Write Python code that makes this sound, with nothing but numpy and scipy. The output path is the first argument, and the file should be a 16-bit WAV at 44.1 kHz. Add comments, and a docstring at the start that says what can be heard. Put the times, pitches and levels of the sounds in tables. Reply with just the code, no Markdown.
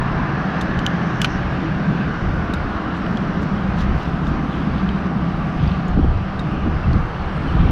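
"""A concrete pier beside a highway bridge, with someone fishing: traffic made of coloured noise and narrow
drones roars behind, and one car's tyre noise fades and sinks in pitch. Wind noise buffets the microphone and
hums in its housing. Close by, the bail of a spinning reel clicks in ringing modes, the rod ticks as it is
leaned on the railing, the line squeaks in falling chirps, and hands and sleeves rustle as grainy noise."""
import sys
import numpy as np
from scipy import signal
from scipy.fft import rfft, irfft, next_fast_len
from scipy.io import wavfile
from scipy.ndimage import uniform_filter1d, minimum_filter1d, map_coordinates

SR = 44100
rng = np.random.default_rng(int(sys.argv[2]) if len(sys.argv) > 2 else 0)


def inscribe(sig):
    """Save sig as 16-bit PCM at rate SR to the path in sys.argv[1].

    A 1-D sig is mono; a 2-D sig holds one channel per row.
    Samples are clipped to [-1, 1] before scaling.
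    """
    pcm = np.round(np.clip(np.atleast_2d(sig).T, -1, 1) * 32767)
    wavfile.write(sys.argv[1], SR, pcm.astype(np.int16))


N = 340011

# Colour of a hard contact. Each row: frequency in Hz, relative level in dB per Hz.
SNAP_COLOUR = [(600, -28), (2000, 0), (3500, 3.5), (4600, 0.5), (6300, -2.5), (8500, -9), (11000, -11.5),
               (13500, -17.5), (15500, -26.5)]
# Colour of skin or nail catching on a surface. Each row: frequency in Hz, relative level in dB per Hz.
SCRATCH_COLOUR = [(4000, -4), (6500, 4.5), (8500, -2.5), (12500, 2.5), (14000, -9), (15500, -32)]


def amp(db):
    """Amplitude factor of a level in dB."""
    return 10 ** (np.asarray(db) / 20)


def unit(x):
    """x scaled to rms 1."""
    return x / np.sqrt(np.mean(x ** 2) + 1e-20)


def curves(rows):
    """One value per sample for each column after the time."""
    s, *cols = np.transpose(rows)
    return [np.interp(np.arange(N) / SR, s, c) for c in cols]


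def wobble(rate):
    """A smooth random curve, rate knots a second."""
    knots = rng.standard_normal(int(N * rate / SR) + 4)
    return map_coordinates(knots, [np.arange(N) * rate / SR])


def swell(s, length):
    """A rounded rise, hold and fall of height 1 about time s."""
    edge = 2.7  # steepness of the flanks
    return np.exp(-np.abs(2 * (np.arange(N) / SR - s) / length) ** edge)


def filtered(x, response):
    """x times a response of frequency."""
    m = next_fast_len(len(x) + 8192)
    return irfft(rfft(x, m) * response(np.fft.rfftfreq(m, 1 / SR)), m)[:len(x)]


def noise(spectrum, size=N):
    """Noise of rms 1 with the colour of the (Hz, dB) points."""
    f, db = np.transpose(spectrum)

    def colour(hz):
        return amp(np.interp(np.log(hz + 1), np.log(f), db, right=-120))

    return unit(filtered(rng.standard_normal(size), colour))


def patchy(x, depth_db):
    """x with patches of random gain over time and frequency."""
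    z = signal.stft(x, nperseg=512)[2]
    field = uniform_filter1d(rng.standard_normal(z.shape), size=4, axis=0)
    field = uniform_filter1d(field, size=22, axis=1)
    patched = signal.istft(z * amp(depth_db * unit(field)), nperseg=512)[1]
    return unit(patched[:N])


def band(centre_hz, width_hz):
    """Narrow noise of rms 1 about a fixed or moving centre, with skirts that end below the high treble."""
    def skirt(hz):
        return np.exp(-(hz / 7000) ** 2) / (1 + (2 * hz / width_hz) ** 2)

    slow = filtered(rng.standard_normal(N), skirt)
    other = filtered(rng.standard_normal(N), skirt)
    phase = 2 * np.pi * np.cumsum(centre_hz * np.ones(N)) / SR
    return unit(slow * np.cos(phase) + other * np.sin(phase))


def steady(x, span=0.066):
    """x with its slow chance swells evened out over a span in seconds."""
    return x / np.sqrt(np.abs(uniform_filter1d(x * x, size=int(span * SR))) + 1e-9)


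def glide(x, ratio):
    """x with its pitch scaled by a moving ratio."""
    return map_coordinates(x, [np.cumsum(ratio)], mode="mirror")


def add(track, s, sound):
    """Mix a sound into the track at time s."""
    start = max(round(s * SR), 0)
    track[start:start + len(sound)] += sound[:max(N - start, 0)]


def traffic():
    """Many vehicles blend into a roar with tyre hiss on top and wavering drones inside."""
    # Traffic on the bridge. Each row: time in seconds, roar and tyre hiss in dB before their trims.
    flow = [(0, -30.5, -42), (.5, -30, -39.5), (1.9, -33, -41), (2.8, -32, -42), (4.1, -32.5, -42),
            (4.65, -33, -42), (5.1, -33, -43.5), (5.8, -34.5, -42), (6.12, -35.5, -45), (6.5, -34, -43.5),
            (7.1, -33, -43), (7.7, -32.5, -42)]
    # Colour of the roar. Each row: frequency in Hz, relative level in dB per Hz.
    roar_colour = [(25, -9), (65, 4.5), (100, 4), (170, 8), (270, -3.5), (375, 1.5), (490, -3.5),
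                   (700, 2.5), (900, -0.5), (1200, 2), (1600, -2.5), (2000, -12.5), (3000, -39),
                   (6000, -70)]
    # Colour of the tyre hiss. Each row: frequency in Hz, relative level in dB per Hz.
    hiss_colour = [(900, -6), (1900, 4), (2800, 2), (3500, -5), (4400, -8.5), (5800, -15), (7000, -27.5),
                   (9000, -36.5), (12500, -54), (14000, -75.5)]
    # Distant tyre whine that comes and goes. Each row: time in seconds, level in dB.
    whine_levels = [(0, -47), (2.6, -51), (3.0, -44.5), (3.8, -53.5), (4.9, -40.5), (6.2, -43.5),
                    (6.8, -45), (7.7, -48)]
    # Low part of the roar, which thins out for a while. Each row: time in seconds, level in dB.
    low_roar_levels = [(0, -43.5), (1.3, -39), (3.6, -40), (4.6, -47), (5.6, -52), (6.2, -44.5),
                       (7.7, -39.5)]
    # Low engine drone that sinks away and returns. Each row: time in seconds, level in dB.
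    low_drone_levels = [(0, -32), (1.5, -31.5), (2.2, -33.5), (2.8, -40.5), (3.5, -35.5), (3.9, -27.5),
                        (4.2, -49.5), (5.5, -44.5), (7.7, -39.5)]
    # Narrow drones of engines and bridge deck. Each row: centre in Hz, width in Hz, level in dB.
    drones = [(63.56, 19, -34), (84.4, 4, -42), (194.6, 2.6, -35), (780, 27, -45.5)]

    roar_db, hiss_db = curves(flow)
    whine_db, = curves(whine_levels)
    low_db, = curves(low_roar_levels)
    drone_db, = curves(low_drone_levels)
    roar = amp(roar_db + 4.0 + 0.12 * wobble(5)) * patchy(noise(roar_colour), depth_db=0.35)
    hiss = amp(hiss_db + 2 + 0.15 * wobble(15.0)) * patchy(noise(hiss_colour), depth_db=1.5)
    whine = amp(whine_db) * band(1166 + 6 * wobble(3), width_hz=25)
    low_roar = amp(low_db) * band(490, width_hz=270)
    low_drone = amp(drone_db) * band(127, width_hz=15)
    steady_drones = sum(amp(db) * band(hz, width) for hz, width, db in drones)
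    return roar + low_roar + hiss + whine + low_drone + steady_drones


def cars():
    """Single vehicles: one car's tyre noise fades and sinks, others leave or swell, a heavy engine rumbles."""
    # Car drawing away. Each row: time in seconds, level in dB before a trim, centre of the tyre noise in Hz.
    receding = [(0, -39, 1686), (.7, -33, 1650), (1.3, -35.5, 1651), (1.6, -37.5, 1602), (2.1, -34.5, 1544),
                (2.8, -35.5, 1370), (3.4, -41, 1300), (4.2, -47, 1302), (7.7, -56.5, 1201)]
    # Nearer vehicle already leaving. Each row: time in seconds, level in dB before a trim.
    leaving = [(0, -28), (.4, -28.5), (.8, -46), (1.4, -65), (3, -64.5)]
    # Its colour. Each row: frequency in Hz, relative level in dB per Hz.
    leaving_colour = [(350, -14.5), (720, 2), (1150, -0.5), (1600, -4), (2400, -7), (4500, -30)]
    # Brief swells of other tyres. Each row: middle in seconds, length in seconds, level in dB,
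    # centre in Hz, width in Hz.
    surges = [(.12, 0.43, -33, 1038, 220), (.38, 0.51, -35, 745, 170), (1.202, 0.33, -39.5, 1366, 120),
              (2.822, 0.33, -34.5, 1083, 260), (3.05, 0.43, -40, 1693, 258.6),
              (3.85, 0.27, -39.5, 1791, 601), (5.9, 1.5, -39, 716, 280), (7.5, .5, -40, 1446, 600)]
    # Heavy engine on the bridge, whose level dips. Each row: time in seconds, mean level in dB.
    engine_levels = [(0, -30.5), (1, -30), (3.3, -30.5), (3.8, -35.5), (4.4, -28), (5.5, -34.5),
                     (6.25, -44), (6.5, -29.5), (7.12, -44), (7.7, -24)]
    # Its exhaust colour. Each row: frequency in Hz, relative level in dB per Hz.
    exhaust_colour = [(150, -30.5), (215, -4.5), (250, -1), (285, -5), (305, -6), (320, 1), (338, -9),
                      (400, -15), (520, -25.5), (900, -51)]

    car_db, tyre_hz = curves(receding)
    leaving_db, = curves(leaving)
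    engine_db, = curves(engine_levels)
    tread = band(tyre_hz, width_hz=550) + band(tyre_hz, width_hz=200)
    tyres = amp(car_db - 3.0) * tread
    tyres += amp(leaving_db - 8.5) * noise(leaving_colour)
    for s, length, db, hz, width in surges:
        tyres += amp(db) * swell(s, length) * band(hz, width)
    engine = amp(engine_db + 0.32 * wobble(13)) * noise(exhaust_colour)
    return tyres + engine


def wind(gust_db=-20, growth=0.94, flutter_db=-2.1):
    """Gusts on a fluttering breeze drive large and small eddies at the microphone; its housing hums."""
    # Breeze between the gusts. Each row: time in seconds, mean strength in dB.
    breeze = [(0, -36), (1.2, -29), (3.4, -26), (5.1, -27), (6.4, -23), (7.7, -24)]
    # Gusts at the microphone. Each row: middle in seconds, length in seconds, strength in dB.
    gusts = [(0.0, 0.1, -21.5), (.17, 0.19, -23), (0.758, 0.12, -21.5), (1.41, 0.21, -22.5),
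             (2.314, 0.2, -19.5), (2.598, 0.36, -24.5), (3.023, 0.063, -23), (3.83, 0.14, -21.5),
             (3.927, 0.079, -16.5), (4.317, 0.16, -22), (4.738, 0.1, -22), (5.227, .06, -28),
             (5.405, 0.14, -24), (5.647, 0.16, -19.5), (6.049, 0.27, -16.5), (6.71, 0.15, -19.5),
             (6.935, 0.15, -16.5), (7.655, 0.28, -15)]
    # Large turbulence. Each row: frequency in Hz, relative level in dB per Hz.
    large_colour = [(12, -18), (22, -3.5), (34, -2), (48, -3), (78, 0), (102, -7), (128, -8.5), (165, -11),
                    (250, -32.5), (450, -45.5), (900, -62)]
    # Small turbulence. Each row: frequency in Hz, relative level in dB per Hz.
    small_colour = [(70, -25.5), (140, 6.5), (240, -7.5), (340, -8.5), (480, -14), (900, -22)]
    # Air stream across the housing. Each row: time in seconds, hollow hum in dB before lulls and trim.
    draught = [(0, -23), (.48, -22), (.6, -18), (.76, -24), (.95, -18), (1.35, -22), (2.0, -18.5),
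               (2.25, -25.5), (3.1, -18.5), (4.3, -19.5), (5.5, -18.5), (7.55, -23.5), (7.7, -13)]
    # The stream turns away and the hum drops. Each row: middle in seconds, length in seconds, depth in dB.
    lulls = [(2.753, 0.33, 15), (4.013, 0.11, 9), (4.464, 0.18, 3), (6.226, 0.34, 12), (6.798, 0.18, 12),
             (7.228, 0.26, 8)]
    # Resonance of the housing. Each row: frequency in Hz before the glide, relative level in dB per Hz.
    housing_colour = [(60, -33.5), (105, -20.5), (130, -10), (165, -0.5), (192, 0.5), (215, -6),
                      (240, -11.5), (290, -18), (380, -24.5), (600, -37)]
    # Drift of the hum with the air stream. Each row: time in seconds, ratio to the housing's own pitch.
    hum_pitch = [(0, 0.93), (.45, 0.9), (.65, 1.03), (1.1, 1), (1.45, .92), (1.9, 0.99), (3.2, 1.077),
                 (3.8, 0.99), (4.3, .94), (4.8, 0.99), (5.6, 0.98), (6.4, 0.97), (7.7, 0.85)]

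    breeze_db, = curves(breeze)
    draught_db, = curves(draught)
    hum_ratio, = curves(hum_pitch)
    power = amp(breeze_db + flutter_db * wobble(19)) ** 2
    power += sum(amp(db) ** 2 * swell(s, length) for s, length, db in gusts)
    # how far the wind stands above or below a typical gust
    excess_db = 10 * np.log10(power) - gust_db + 0.5 * wobble(25)
    large = amp(1.68 * excess_db - 22.0) * steady(noise(large_colour))
    small = amp(growth * excess_db - 31.0) * noise(small_colour)

    hum_db = draught_db - sum(depth_db * swell(s, length) for s, length, depth_db in lulls)
    hum_tone = steady(glide(noise(housing_colour), hum_ratio), span=0.11)
    hum = amp(hum_db + 1.5 * wobble(14) - 3.5) * hum_tone
    return large + small + hum


def thumps():
    """A single eddy that strikes the microphone squarely gives a short dull thud."""
    # Eddies that hit. Each row: middle in seconds, length at half height in seconds, level in dB.
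    eddy_hits = [(3.923, 0.026, -35), (5.989, 0.034, -13.5), (6.05, 0.015, -14.5), (6.675, 0.033, -15.5),
                 (6.96, 0.047, -19), (7.642, .06, -27)]
    # Colour of the thud. Each row: frequency in Hz, relative level in dB per Hz.
    thud_colour = [(25, -1), (60, -15), (130, -4.5), (250, 1.5), (350, -10), (450, -18), (800, -28)]
    out = np.zeros(N)
    for s, length, db in eddy_hits:
        thud = unit(noise(thud_colour, size=SR // 4)[:int(2 * length * SR)])
        add(out, s - length, amp(db) * np.hanning(len(thud)) * thud)
    return out


def catches(scatter_db=4.0, t60=0.018):
    """One second of tiny overlapping catches of uneven size, as an envelope of rms 1."""
    per_second = 220
    hits = (rng.random(SR) < per_second / SR) * amp(scatter_db * rng.standard_normal(SR))
    decay = amp(-60 * np.arange(SR // 50) / SR / t60)
    return unit(signal.fftconvolve(hits, decay)[:SR])


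def handling(grain_db=3.5, catch_db=-3):
    """Skin and cloth catch and slip: grainy hiss and finer scratch swell with each stroke, over a sizzle."""
    # Faint high sizzle of air and clothing. Each row: time in seconds, mean level in dB.
    sizzle_levels = [(0, -90), (1.5, -80), (2.7, -75), (3.1, -77), (5.5, -72), (6.1, -76), (7.7, -72.5)]
    # Its colour. Each row: frequency in Hz, relative level in dB per Hz.
    sizzle_colour = [(5000, -8), (7500, -3.5), (9000, -1), (10500, -7.5), (12500, -11), (13300, -23.5),
                     (15500, -48.5)]
    # Hands sliding on rod and reel. Each row: middle in seconds, length at half height in seconds,
    # rub in dB, centre in Hz, spread to either side in octaves, fine scratch in dB.
    rubs = [(1.101, 0.44, -58, 5795, 0.15, -76), (1.242, .025, -45, 4970, 0.39, -58),
            (1.321, 0.1, -48, 5600, 0.12, -78), (2.974, 0.051, -59.5, 6000, .42, -76),
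            (3.17, 0.22, -62, 3800, 0.55, -72), (3.43, .035, -60, 6185, 0.3, -67),
            (3.808, 0.055, -40.5, 3370, 0.54, -62), (4.012, .13, -49, 3288, 0.52, -71),
            (4.272, 0.042, -54, 3940, 0.63, -67.5), (4.556, .14, -44, 2887, 0.31, -70),
            (4.792, 0.077, -44.5, 3157, 0.31, -72), (5.686, 0.16, -42, 2970, 0.35, -86),
            (7.43, 0.22, -71, 8450, 0.041, -80), (7.622, 0.23, -44, 2900, 0.3, -79)]

    sizzle_db, = curves(sizzle_levels)
    out = amp(sizzle_db + 2 * wobble(90) + 1.2 * wobble(9)) * noise(sizzle_colour)
    for s, length, db, centre_hz, octaves, scratch_db in rubs:
        def colour(hz):
            return np.exp(-.5 * (np.log2((hz + 1) / centre_hz) / octaves) ** 2)

        size = min(int(2 * length * SR), SR)
        slips = catches()
        roughness = unit(uniform_filter1d(rng.standard_normal(SR), size=90))
        grains = unit(amp(grain_db * roughness)) + amp(catch_db) * slips
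        rub = unit(filtered(grains * rng.standard_normal(SR), colour)[:size])
        scratch = unit(((grains + slips) * noise(SCRATCH_COLOUR, size=SR))[:size])
        add(out, s - length, np.hanning(size) * (amp(db) * rub + amp(scratch_db) * scratch))
    return out


def picks(t60=.014):
    """A fingernail catches on the spool with a dry little tick of decaying noise."""
    # Fingers picking at the spool. Each row: start in seconds, level in dB.
    nail_ticks = [(2.981, -60), (3.7686, -57.5), (3.9632, -54), (4.0, -59), (4.029, -54.5), (4.0585, -61),
                  (4.0986, -60)]
    out, t = np.zeros(N), np.arange(SR // 20) / SR
    for s, db in nail_ticks:
        add(out, s, amp(db - 60 * t / t60) * noise(SCRATCH_COLOUR, size=len(t)))
    return out


def squeaks():
    """The line slips in a rod guide with a short falling chirp."""
    # Slips of the line. Each row: middle in seconds, length at half height in seconds, peak level in dB,
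    # first pitch in Hz, last pitch in Hz.
    slips = [(6.843, 0.015, -34, 2720, 2610), (7.493, 0.02, -36.5, 3250, 2670)]
    out = np.zeros(N)
    for s, length, db, first_hz, last_hz in slips:
        hz = np.linspace(first_hz, last_hz, int(2 * length * SR))
        chirp = np.sin(2 * np.pi * np.cumsum(hz) / SR)
        add(out, s - length, amp(db) * np.hanning(len(hz)) * chirp)
    return out


def tackle():
    """Each tick is a snap, duller for a softer contact, with a short ring of rod or tackle."""
    # Light ticks. Each row: start in seconds, ring in dB, ring pitch in Hz, ring time scale in seconds,
    # snap in dB, snap 60 dB decay in seconds, frequency in Hz above which the snap dulls.
    ticks = [(.612, -32.5, 3640, .048, -31.5, 0.043, 12000),
             (0.7906, -27.5, 3030, 0.026, -31.5, 0.02, 8000), (2.537, -32.5, 3750, .05, -31, 0.032, 14000),
             (3.065, -33.5, 2950, 0.036, -45, .01, 8000), (3.172, -29, 3330, 0.018, -33.5, .018, 6000),
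             (4.2694, -34.5, 3580, .025, -46, .03, 6980), (4.8903, -27, 3100, 0.021, -36, .014, 4000),
             (5.677, -36.5, 4760, .024, -54, .01, 8000), (5.882, -48, 6850, 0.023, -45, 0.023, 20000),
             (6.3934, -32, 3740, 0.053, -39, 0.044, 9500), (6.932, -37, 4360, 0.016, -37, .017, 7000)]
    # Modes that every tick rings. Each row: ratio to the ring pitch, relative level in dB,
    # share of the ring time scale that the mode takes to fall 60 dB.
    modes = [(1.0, 5, 0.69), (1.12, -20.5, 0.45), (1.75, -23, 0.5)]

    out, t = np.zeros(N), np.arange(SR // 10) / SR
    for s, ring_db, hz, ring_t60, snap_db, snap_t60, dull_hz in ticks:
        def dulling(f):
            return 1 / np.hypot(1, (f / dull_hz) ** 4)

        ring = sum(amp(db - 60 * t / (share * ring_t60)) * np.sin(2 * np.pi * hz * ratio * t)
                   for ratio, db, share in modes)
        contact = filtered(noise(SNAP_COLOUR, size=len(t)), dulling)
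        snap = amp(snap_db - 60 * t / snap_t60) * contact
        attack = 1 - np.exp(-t / 0.00013)
        add(out, s, (amp(ring_db) * ring + snap) * attack)
    return out


def bail(attack_s=0.00039, scatter_db=1, detune=0.011):
    """Each contact of the sprung bail snaps and rings wire and frame, each time a little differently."""
    # The bail snaps open, then shuts and chatters. Each row: start in seconds, wire in dB,
    # wire pitch ratio, frame in dB, snap in dB, snap 60 dB decay in seconds.
    contacts = [(0.8643, -8.5, 1.004, -31, -15, .007), (1.2165, -17.5, 1.12, -26, -9.5, 0.0049),
                (1.2183, -15, 0.94, -25, -29.5, .03), (1.2457, -26, 1.11, -26, -25, 0.0066),
                (1.2452, -17, .92, -10.5, -18, 0.0057), (1.2485, -25, 1.25, -16.5, -23, 0.013),
                (1.2563, -31, 1.2, -25, -39, 0.018)]
    # Modes of the bail wire. Each row: mean frequency in Hz before the pitch ratio,
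    # mean relative level in dB, 60 dB decay in seconds.
    wire_modes = [(3080, 1, 0.014), (3440, -2, 0.0093), (3720, -5, .007), (5800, -16, .009),
                  (6700, -10, 0.006)]
    # Modes of the reel frame. Each row: mean frequency in Hz, mean relative level in dB,
    # 60 dB decay in seconds.
    frame_modes = [(1340, 2, 0.019), (1500, -5, 0.037), (1860, -8, .014), (2350, -1, 0.019),
                   (2650, -4.5, 0.016), (3040, -3, 0.025), (3500, -12, .011), (4190, -7, .011),
                   (4840, -9.5, 0.01), (5540, -11, 0.011), (6140, -13, .009)]
    out, t = np.zeros(N), np.arange(SR // 10) / SR

    def ring(modes, ratio):
        """Decaying sines of alternating polarity, scattered in level and pitch."""
        chance = rng.standard_normal((len(modes), 2))
        total = np.zeros(len(t))
        for k, ((hz, db, t60), (a, b)) in enumerate(zip(modes, chance)):
            decay = amp(db + scatter_db * a - 60 * t / t60)
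            total += (-1) ** k * decay * np.sin(2 * np.pi * hz * ratio * (1 + detune * b) * t)
        return total

    for s, wire_db, wire_ratio, frame_db, snap_db, snap_t60 in contacts:
        snap = amp(snap_db - 60 * t / snap_t60) * noise(SNAP_COLOUR, size=len(t))
        wire = amp(wire_db) * ring(wire_modes, wire_ratio)
        frame = amp(frame_db) * ring(frame_modes, 1)
        add(out, s, (wire + frame + snap) * (1 - np.exp(-t / attack_s)))
    return out


def railing(x, wet_db=-15, t60=0.049):
    """Concrete and the angler's body scatter a brief echo behind each sound."""
    t = np.arange(SR // 10) / SR
    tail = rng.standard_normal(len(t)) * amp(-60 * t / t60) * (t > .002)
    echo = signal.fftconvolve(x, tail / np.linalg.norm(tail))[:N]
    return x + amp(wet_db) * echo


def scene():
    """Traffic and wind behind, handling noise closer, and the echoing clicks of rod and reel in front."""
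    background = traffic() + cars() + wind() + thumps()
    hands = handling() + picks()
    rod_and_reel = railing(squeaks() + tackle() + bail())
    return (background + hands + rod_and_reel)[None]


def record(dry):
    """A smooth gain ducks peaks over a ceiling, and a steep low-pass ends the treble."""
    ceiling_db, top_hz = -3.5, 15700
    size = SR // 80  # span of the gain smoothing in samples
    needed = np.minimum(1, amp(ceiling_db) / (np.abs(dry) + 1e-9))
    gain = uniform_filter1d(minimum_filter1d(needed, size=size), size=size)
    ducked = dry * gain

    def low_pass(hz):
        return 1 / (1 + (hz / top_hz) ** 70)

    return np.array([filtered(x, low_pass) for x in ducked])


dry = scene()
out = record(dry)
inscribe(out)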